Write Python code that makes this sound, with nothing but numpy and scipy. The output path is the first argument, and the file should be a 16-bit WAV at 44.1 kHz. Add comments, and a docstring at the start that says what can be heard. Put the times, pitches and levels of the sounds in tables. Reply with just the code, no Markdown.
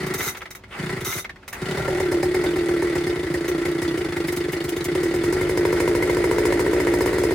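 """A hand-held two-stroke leaf blower is pull-started on a lawn beside a camper.
Twice the cord turns the engine over and whirs back onto its reel, with clacks of the starter and handle.
On the third pull the engine catches and idles lumpily, firing only every few turns.
It sags almost to a stall, where loose parts buzz, and then picks up to a steady beat.
Every turn puffs gas into the ringing muffler; filtered noise makes the clatter, rattles and faint yard air."""
import sys
import numpy as np
from scipy import signal
from scipy.fft import rfft, irfft, next_fast_len
from scipy.io import wavfile
from scipy.ndimage import uniform_filter1d, map_coordinates

SR = 44100
rng = np.random.default_rng(int(sys.argv[2]) if len(sys.argv) > 2 else 0)


def bounce(signal):
    """Save signal as a 16-bit WAV file at the path given by the first command-line argument."""
    frames = np.transpose(np.atleast_2d(signal))
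    limited = np.clip(frames, -1, 1)
    pcm = np.round(limited * 32767).astype(np.int16)
    wavfile.write(sys.argv[1], SR, pcm)


N = 323694
TIME = np.arange(N) / SR
SIZE = 2 * next_fast_len(N // 2 + SR // 4)  # room for filter tails
FREQ = np.maximum(np.arange(SIZE // 2 + 1) * SR / SIZE, 1)

# average crank speed once the engine runs: (time [s], speed [turns per second])
CRANK_SPEED = [(1.8, 37), (2.9, 38), (3.2, 29), (3.9, 30), (4.3, 24), (4.8, 24), (5.0, 35), (5.238, 44.54),
               (5.7, 53.07), (6.3, 56.19), (6.85, 58.49), (7.3, 55.68)]
# irregular firings of the cold engine: (time [s], strength [dB])
COLD_FIRINGS = [(1.773, -23), (1.822, -46), (1.879, -21.5), (2.001, -21), (2.116, -19), (2.23, -19.5),
                (2.344, -20), (2.439, -21.5), (2.561, -25), (2.688, -24), (2.822, -20.5), (2.954, -22),
                (3.068, -26), (3.16, -37), (3.232, -30), (3.341, -23.5), (3.484, -24), (3.653, -22),
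                (3.82, -22), (3.976, -24.5), (4.087, -40), (4.165, -24), (4.284, -23.5), (4.372, -25.5),
                (4.441, -44), (4.532, -24.5), (4.644, -32), (4.766, -31), (4.855, -26), (4.951, -20.5),
                (5.033, -21), (5.14, -21.5)]
# the piston passing compression without firing: (time [s], level [dB])
COMPRESSIONS = [(0.0, -26), (0.033, -23), (0.066, -25), (0.104, -26), (0.146, -27), (0.197, -32),
                (0.267, -31), (0.792, -22.5), (0.83, -23), (0.863, -25), (0.894, -27), (0.928, -22.5),
                (0.966, -26), (1.015, -27), (1.069, -29), (1.155, -28), (1.619, -23), (1.658, -27),
                (1.687, -24), (1.713, -23.5), (1.746, -30)]
# resonances of the cord reel: (frequency [Hz], width [Hz], relative level [dB])
REEL_RESONANCES = [(1360, 220, 4), (2070, 37, 13), (3780, 90, 6), (6160, 620, 0), (10030, 46, 7.5),
                   (12800, 2500, -3)]
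# tone colour of rattling parts: (frequency [Hz], relative level [dB])
RATTLE_COLOUR = [(1200, 5), (2500, 4.5), (4000, 1.5), (8000, 4), (10000, 4), (14600, -2), (16000, -9)]

STEADY_DB = -22  # strength of the first firing of the steady beat
CATCH_S = 0.34  # time the muffler takes to fill as the engine catches
ROUNDING_S = 0.0072  # smoothing time that softens the start of a swell


def amp(db):
    """Turn decibels into a gain."""
    return 10 ** (np.asarray(db) / 20)


def unit(x):
    """Scale to an rms of one."""
    return x / np.sqrt(np.mean(np.abs(x) ** 2))


def across(points):
    """Join (Hz, value) points by straight lines over log frequency."""
    hz, value = np.transpose(points)
    return np.interp(np.log(FREQ), np.log(hz), value)


def through(x, response):
    """Filter a sound by a frequency response."""
    return irfft(rfft(x, SIZE) * response, SIZE)[..., :N]


def colour(points):
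    """Make a unit-energy filter with the given (Hz, dB) outline that never sounds ahead of its input."""
    cepstrum = irfft(np.log(amp(across(points))))
    return unit(np.exp(rfft(2 * cepstrum[:SIZE // 2], SIZE)))


def modes(rows):
    """Add up resonances into one filter of unit energy."""
    return unit(sum(amp(db) / (1 + 1j * (FREQ ** 2 - hz ** 2) / (FREQ * width))
                    for hz, width, db in rows))


def taps(times, sizes):
    """Place single-sample impulses at the given times."""
    index = np.round(np.asarray(times) * SR).astype(int)
    return np.bincount(np.maximum(index, 0), sizes * np.ones(len(index)), N)[:N]


def bursts(times, sizes, fade_s, rise_s):
    """Make an envelope that swells and dies away after each time."""
    t = TIME[:SR // 4]
    shape = np.exp(-t / fade_s) * (1 - np.exp(-t / rise_s))
    return signal.fftconvolve(taps(times, sizes), shape / shape.max())[:N]


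def gate(times, start, end, attack_s, fall_db_s):
    """Make an envelope that is fully up by the start, holds to the end and then decays."""
    return np.clip(1 + (times - start) / attack_s, 0, 1) * amp(-fall_db_s * np.maximum(times - end, 0))


def noise():
    """Make white noise."""
    return rng.standard_normal(N)


def grit():
    """Make noise like dense tiny contacts, its strength changing every 32 samples."""
    strength_db = 3 * np.repeat(rng.standard_normal(N // 32 + 1), 32)[:N]
    return unit(noise() * amp(strength_db))


def drift(rate):
    """Make a smooth random curve of unit rms that takes new values at the given rate in Hz."""
    k = int(SR / rate)
    steps = np.repeat(rng.standard_normal(N // k + 1), k)
    return unit(uniform_filter1d(steps, k)[:N])


def rings(times, sizes, top_hz, end_hz, glide_s, peak_s):
    """After each time a tone swells, glides from its top pitch toward its end pitch and dies away."""
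    out, t = np.zeros(N + SR), TIME[:SR // 8]
    for start, size, top, end, peak in np.broadcast(times, sizes, top_hz, end_hz, peak_s):
        phase = np.cumsum(end + (top - end) * np.exp(-t / glide_s)) / SR
        envelope = (t / peak * np.exp(1 - t / peak)) ** 2
        i = int(np.clip(start * SR, 0, N))
        out[i:i + len(t)] += size * np.sin(2 * np.pi * phase) * envelope
    return out[:N]


def knocks(times, sizes, pitches, rows, scatter_db, fade_s, rise_s):
    """Each short gritty blow rings its own mix of the resonances, scaled by its pitch."""
    out, t = np.zeros(N + SR), TIME[:SR // 10]
    freq = np.maximum(np.fft.rfftfreq(len(t), 1 / SR), 1)
    shape = np.exp(-t / fade_s) * (1 - np.exp(-t / rise_s))
    shape = shape / shape.max()
    for start, size, pitch in np.broadcast(times, sizes, pitches):
        ring = 0
        for hz, width, db in rows:
            level = amp(db + scatter_db * rng.standard_normal())
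            ring = ring + level / (1 + 1j * (freq ** 2 - (hz * pitch) ** 2) / (freq * width))
        blow = rng.standard_normal(len(t)) * shape
        i = int(np.clip(start * SR, 0, N))
        out[i:i + len(t)] += size * irfft(rfft(blow) * unit(ring), len(t))
    return out[:N]


def speed(times):
    """Give the crank turns per second at the given times."""
    return np.interp(times, *np.transpose(CRANK_SPEED))


def opened(times):
    """Give the share of full flow through the muffler: none at a slow idle, all at full speed."""
    idle, full = CRANK_SPEED[1][1], CRANK_SPEED[-1][1]
    return np.clip((speed(times) - idle) / (full - idle), 0, 1)


def firings():
    """Time and strength of every firing: irregular while cold, then on every third or fourth turn."""
    # the steady beat: (number of firings [count], turns leading up to each [turns], strength [dB])
    beat_pattern = [(24, 4, -18.5), (1, 3, -18.5), (1, 4, -23), (2, 3, -18.5), (1, 4, -23)]
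    steady_from_s = 5.238
    cold_s, cold_db = np.transpose(COLD_FIRINGS)
    turns = np.cumsum(speed(TIME)) / SR
    repeats, apart, beat_db = np.transpose(beat_pattern)
    repeats = repeats.astype(int)
    due = np.interp(steady_from_s, TIME, turns) + np.append(0, np.cumsum(np.repeat(apart, repeats)))
    times = np.append(cold_s, np.interp(due, turns, TIME))
    return times, np.concatenate([cold_db, [STEADY_DB], np.repeat(beat_db, repeats)])


def crank():
    """Time and length of every turn; between two firings the crank coasts through whole turns."""
    coast_sag = 0.063  # the crank is about this share faster after a firing, and slower before the next
    unfired, fired = np.transpose(COMPRESSIONS)[0], firings()[0]
    unfired_length = np.clip(np.diff(unfired, append=fired[0]), 0.03, 0.065)
    rows = list(zip(unfired, unfired_length))
    gaps = np.append(np.diff(fired), fired[-1] - fired[-2])
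    for start, gap in zip(fired, gaps):
        n = round(gap * speed(start + gap / 2))
        rows += [(start + gap * u * (1 - coast_sag * (1 - u)), gap / n) for u in np.arange(n) / n]
    return np.transpose(rows)


def effort(times):
    """Gains of muffler and clatter: up as the engine turns over, down as it stops, held once it runs."""
    # the engine turning over before it runs, under the cord or coasting:
    # (first compression [s], last compression [s], muffler level [dB])
    turning_over = [(0.002, 0.176, -27.5), (0.184, 0.29, -38), (0.77, 1.008, -28.5), (1.582, 1.76, -28)]
    spin_up_s, muffler_fall_db_s, clatter_fall_db_s = 0.1, 26, 92
    muffler_slope_db, clatter_slope_db = 7, -0.5  # gained per tenfold speed
    surge_db, settle_s = 17, 0.15  # the muffler overshoots as the engine catches, then settles
    since = np.maximum(times - COLD_FIRINGS[0][0], 0)
    running = np.clip(since / CATCH_S, 0, 1) ** 1.4
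    pace = np.log10(speed(times) / CRANK_SPEED[0][1])
    muffler = running * amp(-20.5 + muffler_slope_db * pace + surge_db * np.exp(-since / settle_s))
    clatter = (since > 0) * amp(-37.5 + clatter_slope_db * pace)
    for first, last, db in turning_over:
        early_muffler = amp(db) * gate(times, first, last, spin_up_s, muffler_fall_db_s)
        early_clatter = amp(-36) * gate(times, first, last, spin_up_s, clatter_fall_db_s)
        muffler = np.maximum(muffler, early_muffler)
        clatter = np.maximum(clatter, early_clatter)
    return muffler, clatter


def drone(times, period, hz, glide, wander):
    """Each turn pushes the muffler's main resonance twice; each firing restarts it a little higher."""
    early_sharp = 0.09  # share by which it rings higher before the engine catches
    afterglow, afterglow_delay_s = 0.18, 0.019  # burnt gas swells the ring after a firing
    restart_s = 0.0018  # a firing briefly breaks off the ring
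    open_db = -4  # near full speed this ring gives way to the muffler's other modes
    chance = rng.standard_normal((len(times), 2)).T
    fired, strength_db = firings()
    first_push = bursts(times - .002, amp(1.3 * chance[0]), fade_s=0.008, rise_s=0.004)
    second_push = bursts(times + period / 2 - .002, amp(-2.5 + 2 * chance[1]), fade_s=0.002, rise_s=0.0015)
    heat = bursts(fired, 1.0, fade_s=0.028, rise_s=0.003)
    sharp = early_sharp * np.exp(-np.maximum(TIME - fired[0], 0) / CATCH_S)
    phase = np.cumsum(hz * (1 + sharp + glide * heat + wander * drift(110))) / SR
    # count the phase from the latest restart, and dip the level around each one
    restarts = np.append(0, fired - 0.0003)
    last = restarts[np.searchsorted(restarts, TIME, side="right") - 1]
    nearest = np.interp(TIME, restarts, np.arange(len(restarts))).round().astype(int)
    unbroken = 1 - np.exp(-((TIME - restarts[nearest]) / restart_s) ** 2)
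    tone = np.sin(2 * np.pi * (phase - np.interp(last, TIME, phase)))
    glow_size = afterglow * amp(strength_db - STEADY_DB)
    burnt = bursts(fired + afterglow_delay_s, glow_size, fade_s=0.018, rise_s=0.02)
    swell = uniform_filter1d(first_push + second_push, int(ROUNDING_S * SR))
    ringing = (0.12 + burnt + swell) * amp(drift(22))
    return effort(TIME)[0] * amp(2.5 + open_db * opened(TIME)) * ringing * unbroken * tone


def pumping(times, period):
    """Each turn, fired or not, puffs gas through the muffler's resonances."""
    # other muffler resonances: (frequency [Hz], width [Hz], relative level [dB])
    muffler_modes = [(298.6, 20, 17), (424.7, 24, 19.5), (470, 7.4, -1), (551, 12.6, 10.5)]
    chance = rng.standard_normal(size=(len(times), 2)).T
    gain = effort(times)[0] * amp(6.5 * opened(times))  # puffs grow toward full speed
    puff_size = gain * np.sqrt(period * SR) * amp(-12.5 + 1.5 * chance[1])
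    puffs = taps(times + .0002 * chance[0], puff_size)
    gas = noise() * bursts(times - .002, gain * amp(-13), fade_s=.009, rise_s=.003)
    soft = 1 / (1 + (FREQ / 900) ** 4)  # a port opens gradually, so its pulse is round
    low_cut = 1 / (1 + (230 / FREQ) ** 4)
    return through(puffs + gas, amp(-0.5) * modes(muffler_modes) * soft * low_cut)


def rocking(times):
    """The running machine rocks on its crank with tones at multiples of the turn rate, more at speed."""
    # rocking at the final speed: (multiple of the crank rate [times], level [dB])
    rocking_orders = [(1, -37.5), (2, -38), (3, -46)]
    turn = 2 * np.pi * np.interp(TIME, times, np.arange(len(times)))
    strength = (np.interp(TIME, *np.transpose(CRANK_SPEED), left=0) / CRANK_SPEED[-1][1]) ** 2
    return strength * sum(amp(db) * np.sin(round(k) * turn) for k, db in rocking_orders)


def firing_levels(level_db, slope_db):
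    """Level of one part of every firing: its strength, a slope per tenfold speed, and some chance."""
    full_speed = 52.7  # turns per second from which the slope no longer acts
    times, strength_db = firings()
    pace = np.log10(np.minimum(speed(times) / full_speed, 1))
    return strength_db + level_db + slope_db * pace + 2 * rng.standard_normal(len(times))


def bark():
    """Each firing sends a pulse through the exhaust, with a pipe echo, and a low thump that falls in pitch."""
    # exhaust resonances: (frequency [Hz], width [Hz], relative level [dB])
    bark_modes = [(471, 560, 3), (942, 23, 6.5)]
    times = firings()[0]
    bark_db = firing_levels(1, 57)
    pipe_echo = 1 + 0.59 * np.exp(-2j * np.pi * FREQ * 0.00203)
    pulses = taps(times + 0.001035, amp(bark_db + 19.5))
    exhaust = through(pulses, modes(bark_modes) * pipe_echo / (1 + 1j * FREQ / 1200))
    thump_size = amp(0.15 * bark_db - 24.5 - 2 * opened(times))
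    return exhaust + rings(times, thump_size, top_hz=139, end_hz=62, glide_s=0.017, peak_s=0.016)


def crack():
    """Each firing cracks in the cylinder: a click and a noise burst through two resonances."""
    # crack resonances: (frequency [Hz], width [Hz], relative level [dB])
    crack_modes = [(1826, 37, 2), (2090, 55, 5)]
    times = firings()[0]
    crack_db = firing_levels(-8.5, -14)
    click = taps(times + .0015, amp(crack_db + 18))
    hiss = noise() * bursts(times, amp(crack_db - 1), fade_s=.0035, rise_s=.001)
    return through(click + hiss, unit(modes(crack_modes) / (1 + (FREQ / 2500) ** 8)))


def housing():
    """Each firing shakes the housing into a gritty rattle, and its thin steel sings along."""
    # steel resonances: (frequency [Hz], width [Hz], relative level [dB])
    steel_modes = [(5020, 50, 0), (4230, 160, -9)]
    rattle_db = firing_levels(-22, 3.3)
    shake = bursts(firings()[0] - .003, amp(rattle_db + 7.5), fade_s=0.015, rise_s=0.0033)
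    rattle = colour(RATTLE_COLOUR) / (1 + (3500 / FREQ) ** 4)
    return through(grit() * shake, rattle + amp(-12.0) * modes(steel_modes))


def kicks():
    """Each firing shoves a short, round slug of gas out of the muffler, shorter and harder at speed."""
    times, strength_db = firings()
    flow = opened(times)
    peak_s = np.interp(flow, [0, 1], [0.004, 0.0022])
    return rings(times, amp(strength_db - 8 + 10 * flow), 480, 345 + 50 * flow, 0.0025, peak_s)


def catching(times, peak_s, length_s, db):
    """The first rich charges rasp out turn by turn; each cold firing coughs, less as the engine warms."""
    # cough resonances: (frequency [Hz], width [Hz], relative level [dB])
    cough_modes = [(537, 67, 3.5), (764, 33, -0.5), (883, 37, -10)]
    warming_db_s = 3  # how fast the coughs fade
    puff_size = amp(db) * np.exp(-((times - peak_s) / length_s) ** 2)
    puffs = bursts(times - .003, puff_size, fade_s=0.021, rise_s=0.002)
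    rasp = through(grit() * puffs, modes([(598, 63, 12.0), (764, 77, 8.5), (1386, 36, 12.3)]))
    fired, strength_db = np.transpose(COLD_FIRINGS)
    cough_db = strength_db - 2 - warming_db_s * (fired - fired[0])
    coughs = bursts(fired, amp(cough_db), fade_s=0.013, rise_s=0.00091)
    return rasp + through(grit() * coughs, modes(cough_modes) / (1 + (FREQ / 1800) ** 4))


def whoops(period):
    """Each gulp through the shut choke rings the crankcase, falling in pitch, further on slow turns."""
    top_hz, glide_s = 264, 0.014
    times, db = np.transpose(COMPRESSIONS)
    slow = period[:len(times)] / 0.028  # turn length against a reference turn [s]
    end_hz, length_s = 104 / slow ** 0.71, 0.0094 * slow ** 0.3
    octave = rings(times, amp(db - 9.5), 2 * top_hz, 2 * end_hz, glide_s, 0.89 * length_s)
    return rings(times, amp(db), top_hz, end_hz, glide_s, length_s) + octave


def gulps(times):
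    """The running engine draws a short falling gulp on every turn, hardest while the charge is rich."""
    rich_db, rich_s = 6.5, 0.079  # extra draw of the first charges, and how long it takes to fade
    times = times[len(COMPRESSIONS):]
    chance = rng.standard_normal((len(times), 2)).T * (1 - .8 * opened(times))  # turns grow alike at speed
    db = -32.5 + rich_db * np.exp((times[0] - times) / rich_s) + 3.2 * chance[0]
    end_hz = 128 * (1 + 0.05 * chance[1])
    return rings(times - 0.002, amp(db), top_hz=212.4, end_hz=end_hz, glide_s=0.012, peak_s=0.012)


def machinery(times):
    """Piston and fan clatter in the casing, hardest as each turn passes compression."""
    # tone colour of the clatter: (frequency [Hz], relative level [dB])
    clatter_colour = [(250, 6), (560, 3), (1150, 0.5), (2200, -1), (2700, -14), (4800, -11.5), (5600, -19),
                      (9500, -14.5), (15000, -27)]
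    # casing resonances: (frequency [Hz], width [Hz], relative level [dB])
    casing_modes = [(1378.6, 23, 9), (1536, 32, 7.6), (1746, 68, 2.8), (1938, 100, 10.4), (2110, 33, 4)]
    chance = rng.standard_normal(size=(len(times), 2)).T
    beat = bursts(times - .005, amp(2.2 * chance[0]), fade_s=0.011, rise_s=0.014)
    gain = effort(TIME)[1]
    clatter = through(grit() * gain * (0.52 + 0.45 * beat), amp(2.0) * colour(clatter_colour))
    casing = through(grit() * gain * (0.28 + .5 * beat), amp(3.5) * modes(casing_modes))
    tick_size = effort(times)[1] * amp(-3.5 + 6.3 * chance[1])
    ticks = bursts(times - .002, tick_size, fade_s=0.00047, rise_s=0.0021)
    return clatter + casing + through(grit() * ticks, colour(RATTLE_COLOUR))


def slaps(times):
    """The piston slaps the cylinder each turn, more on a slow crank, and now and then much harder."""
    # the hardest slaps of the cold piston: (time [s], level [dB])
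    hard_slaps = [(2.46, -34.5), (2.586, -39), (2.979, -36), (3.036, -38), (3.096, -37.5), (3.876, -34.5)]
    # cylinder resonances: (frequency [Hz], width [Hz], relative level [dB])
    cylinder_modes = [(2940, 300, 2.5), (3570, 200, 4.5), (4310, 380, -2.5)]
    hard_s, hard_db = np.transpose(hard_slaps)
    slowness = CRANK_SPEED[-1][1] / speed(times)
    usual = effort(times)[1] * slowness * amp(-9.0 + 2 * rng.standard_normal(len(times)))
    starts = np.append(times - .003, hard_s)
    sizes = np.append(usual, amp(hard_db))
    pitch = 1 + .03 * rng.standard_normal(len(starts))
    return knocks(starts, sizes, pitch, cylinder_modes, scatter_db=3.5, fade_s=0.01, rise_s=0.0026)


def buzzes():
    """Loose parts swell into a short buzz when the engine shudders near a stall."""
    # buzzes: (time [s], level [dB])
    buzz_moments = [(4.272, -34.5), (4.319, -34.5), (4.361, -32.5), (4.52, -33.5), (4.638, -36),
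                    (4.688, -32), (4.842, -30)]
    times, db = np.transpose(buzz_moments)
    swell = bursts(times, amp(db), fade_s=0.0077, rise_s=0.0075)
    swell = uniform_filter1d(swell, int(ROUNDING_S * SR))
    return through(grit() * swell, colour(RATTLE_COLOUR) + amp(-7) * modes(REEL_RESONANCES[-2:]))


def starter():
    """A spring reels the cord in: pawls chatter over the ratchet and the reel's ring wavers."""
    # cord running back: (start [s], length [s], level at the start [dB], level at the end [dB])
    cord_rewinds = [(0.181, 0.11, -37.5, -33), (1.049, 0.15, -34, -38)]
    chatter_hz = 230  # average rate of pawls skipping over the ratchet
    whir = 0
    for start, length, first_db, last_db in cord_rewinds:
        level = amp(np.interp(TIME, [start, start + length], [first_db, last_db]))
        whir = whir + level * gate(TIME, start, start + length, attack_s=0.0066, fall_db_s=479)
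    tooth = np.cumsum(chatter_hz * (1 + .25 * drift(90))) / SR % 1  # place between two teeth, 0 to 1
    chatter = whir * unit(.4 + np.exp(-tooth / .3))
    ring = through(grit() * chatter, amp(5.0) * modes(REEL_RESONANCES))
    # reading the ring a little faster and slower makes its pitch waver
    read_at = np.cumsum(1 + .012 * drift(45) * (whir > .001))
    wavering = map_coordinates(ring, [read_at], mode="nearest")
    return wavering + through(grit() * chatter, colour(RATTLE_COLOUR))


def clacks():
    """Starter pawls and handle knock on the cover; each blow rings it at its own pitch."""
    # clacks: (time [s], body level [dB], bright edge level [dB], ring pitch [Hz])
    clack_events = [(0.064, -24, -31, 2050), (0.138, -37, -22.5, 2040), (0.205, -16, -49, 2050),
                    (0.347, -21.5, -52, 2170), (0.367, -30, -35, 1350), (0.416, -23.5, -49, 1240),
                    (0.455, -25, -57, 2030), (0.505, -33, -33, 1980), (0.549, -28, -35.5, 1980),
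                    (0.636, -30.5, -75, 2140), (1.006, -28, -32.5, 2060), (1.122, -18, -48, 2080),
                    (1.178, -21.5, -33, 1990), (1.244, -21, -61, 2100), (1.293, -23.5, -64, 1780),
                    (1.357, -33.5, -64, 1900), (1.428, -36, -80, 1380), (1.478, -26.5, -33, 2000),
                    (1.527, -22, -29.5, 1780), (3.479, -20, -26, 1980), (4.763, -45, -34, 2050)]
    # cover resonances: (multiple of the ring pitch [times], width [Hz], relative level [dB])
    cover_modes = [(0.64, 130, 2.5), (1, 100, 13), (1.8, 250, -30)]
    # tone colour of the body: (frequency [Hz], relative level [dB])
    clack_colour = [(200, -8), (500, -2), (1300, 1), (2050, 5), (2700, -5), (3700, -8), (5000, -16),
                    (12000, -45)]
    times, body_db, edge_db, ring_hz = np.transpose(clack_events)
    ring = knocks(times, amp(body_db - 12), ring_hz, cover_modes, scatter_db=3, fade_s=0.0084, rise_s=.002)
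    body = grit() * bursts(times, amp(body_db - 11.5), fade_s=0.011, rise_s=0.0014)
    edge = grit() * bursts(times, amp(edge_db - 8.0), fade_s=0.013, rise_s=0.0013)
    bright = colour(RATTLE_COLOUR) + amp(0.5) * modes(REEL_RESONANCES)
    return ring + through(body, colour(clack_colour)) + through(edge, bright)


def cord():
    """Cord fibres rasp over the guide, falling in pitch as the free length of cord grows."""
    # cord zips: (start [s], length [s], first pitch [Hz], last pitch [Hz], level [dB])
    cord_zips = [(0.405, 0.036, 2380, 1123, -36.5), (0.706, 0.098, 2870, 1055, -36),
                 (1.526, 0.057, 2350, 1200, -37)]
    out = 0
    for start, length, first_hz, last_hz, db in cord_zips:
        along = np.clip((TIME - start) / length, 0, 1)
        phase = 2 * np.pi * np.cumsum(first_hz + (last_hz - first_hz) * along) / SR
        rasp = drift(2400) * np.sin(phase) + drift(1000) * np.sin(phase / 2) / 2
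        out = out + amp(db) * np.sqrt(np.abs(np.sin(np.pi * along))) * rasp
    return out


def yard_air():
    """The faint air of the yard is steady noise, strongest in the bass."""
    # tone colour of the air: (frequency [Hz], relative level [dB])
    yard_colour = [(30, -3.5), (100, -6), (2500, -28.5), (16000, -56)]
    return amp(-47.0) * through(noise(), colour(yard_colour))


def outdoors(x):
    """Sound reaches the left first; a brief scatter off lawn and camper has opposite signs left and right."""
    # scatter: (frequency [Hz], relative level [dB])
    scatter_colour = [(100, -19.5), (350, -10.5), (700, 5.5), (1500, 2.5), (4500, 10.5), (9000, 9)]
    lag_s = 0.000038  # left-to-right delay in the bass, shrinking in the treble
    sides = np.array([[1], [-1]])
    direct = np.exp(1j * np.pi * sides * FREQ * lag_s / (1 + (FREQ / 9000) ** 2))
    tail = noise() * np.exp(-TIME / 0.012) * (TIME > .002)
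    scatter = unit(rfft(tail, SIZE)) * amp(across(scatter_colour) - 11.0)
    return through(x, direct * (1 + sides * scatter))


def scene():
    """Add up the blower and the yard air, and place them outdoors in stereo."""
    times, period = crank()
    exhaust = drone(times, period, hz=339.74, glide=0.075, wander=0.027) + pumping(times, period)
    firing = bark() + crack() + housing() + kicks()
    firing = firing + catching(times, peak_s=1.8, length_s=0.28, db=-34)
    intake = whoops(period) + gulps(times)
    mechanics = rocking(times) + machinery(times) + slaps(times) + buzzes()
    starting_gear = starter() + clacks() + cord()
    return outdoors(exhaust + firing + intake + mechanics + starting_gear + yard_air())


def record(dry):
    """The microphone sheds rumble and weakens a narrow treble band; the very top is cut."""
    notch = amp(-20 * np.exp(-((FREQ - 11600) / 620) ** 2))
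    rumble_cut = signal.butter(6, 40, "highpass", fs=SR, output="sos")
    top_cut = signal.ellip(8, .2, 70, 15900, fs=SR, output="sos")
    lean = signal.sosfilt(rumble_cut, through(dry, notch))
    return signal.sosfilt(top_cut, lean)


dry = scene()
out = record(dry)
bounce(out)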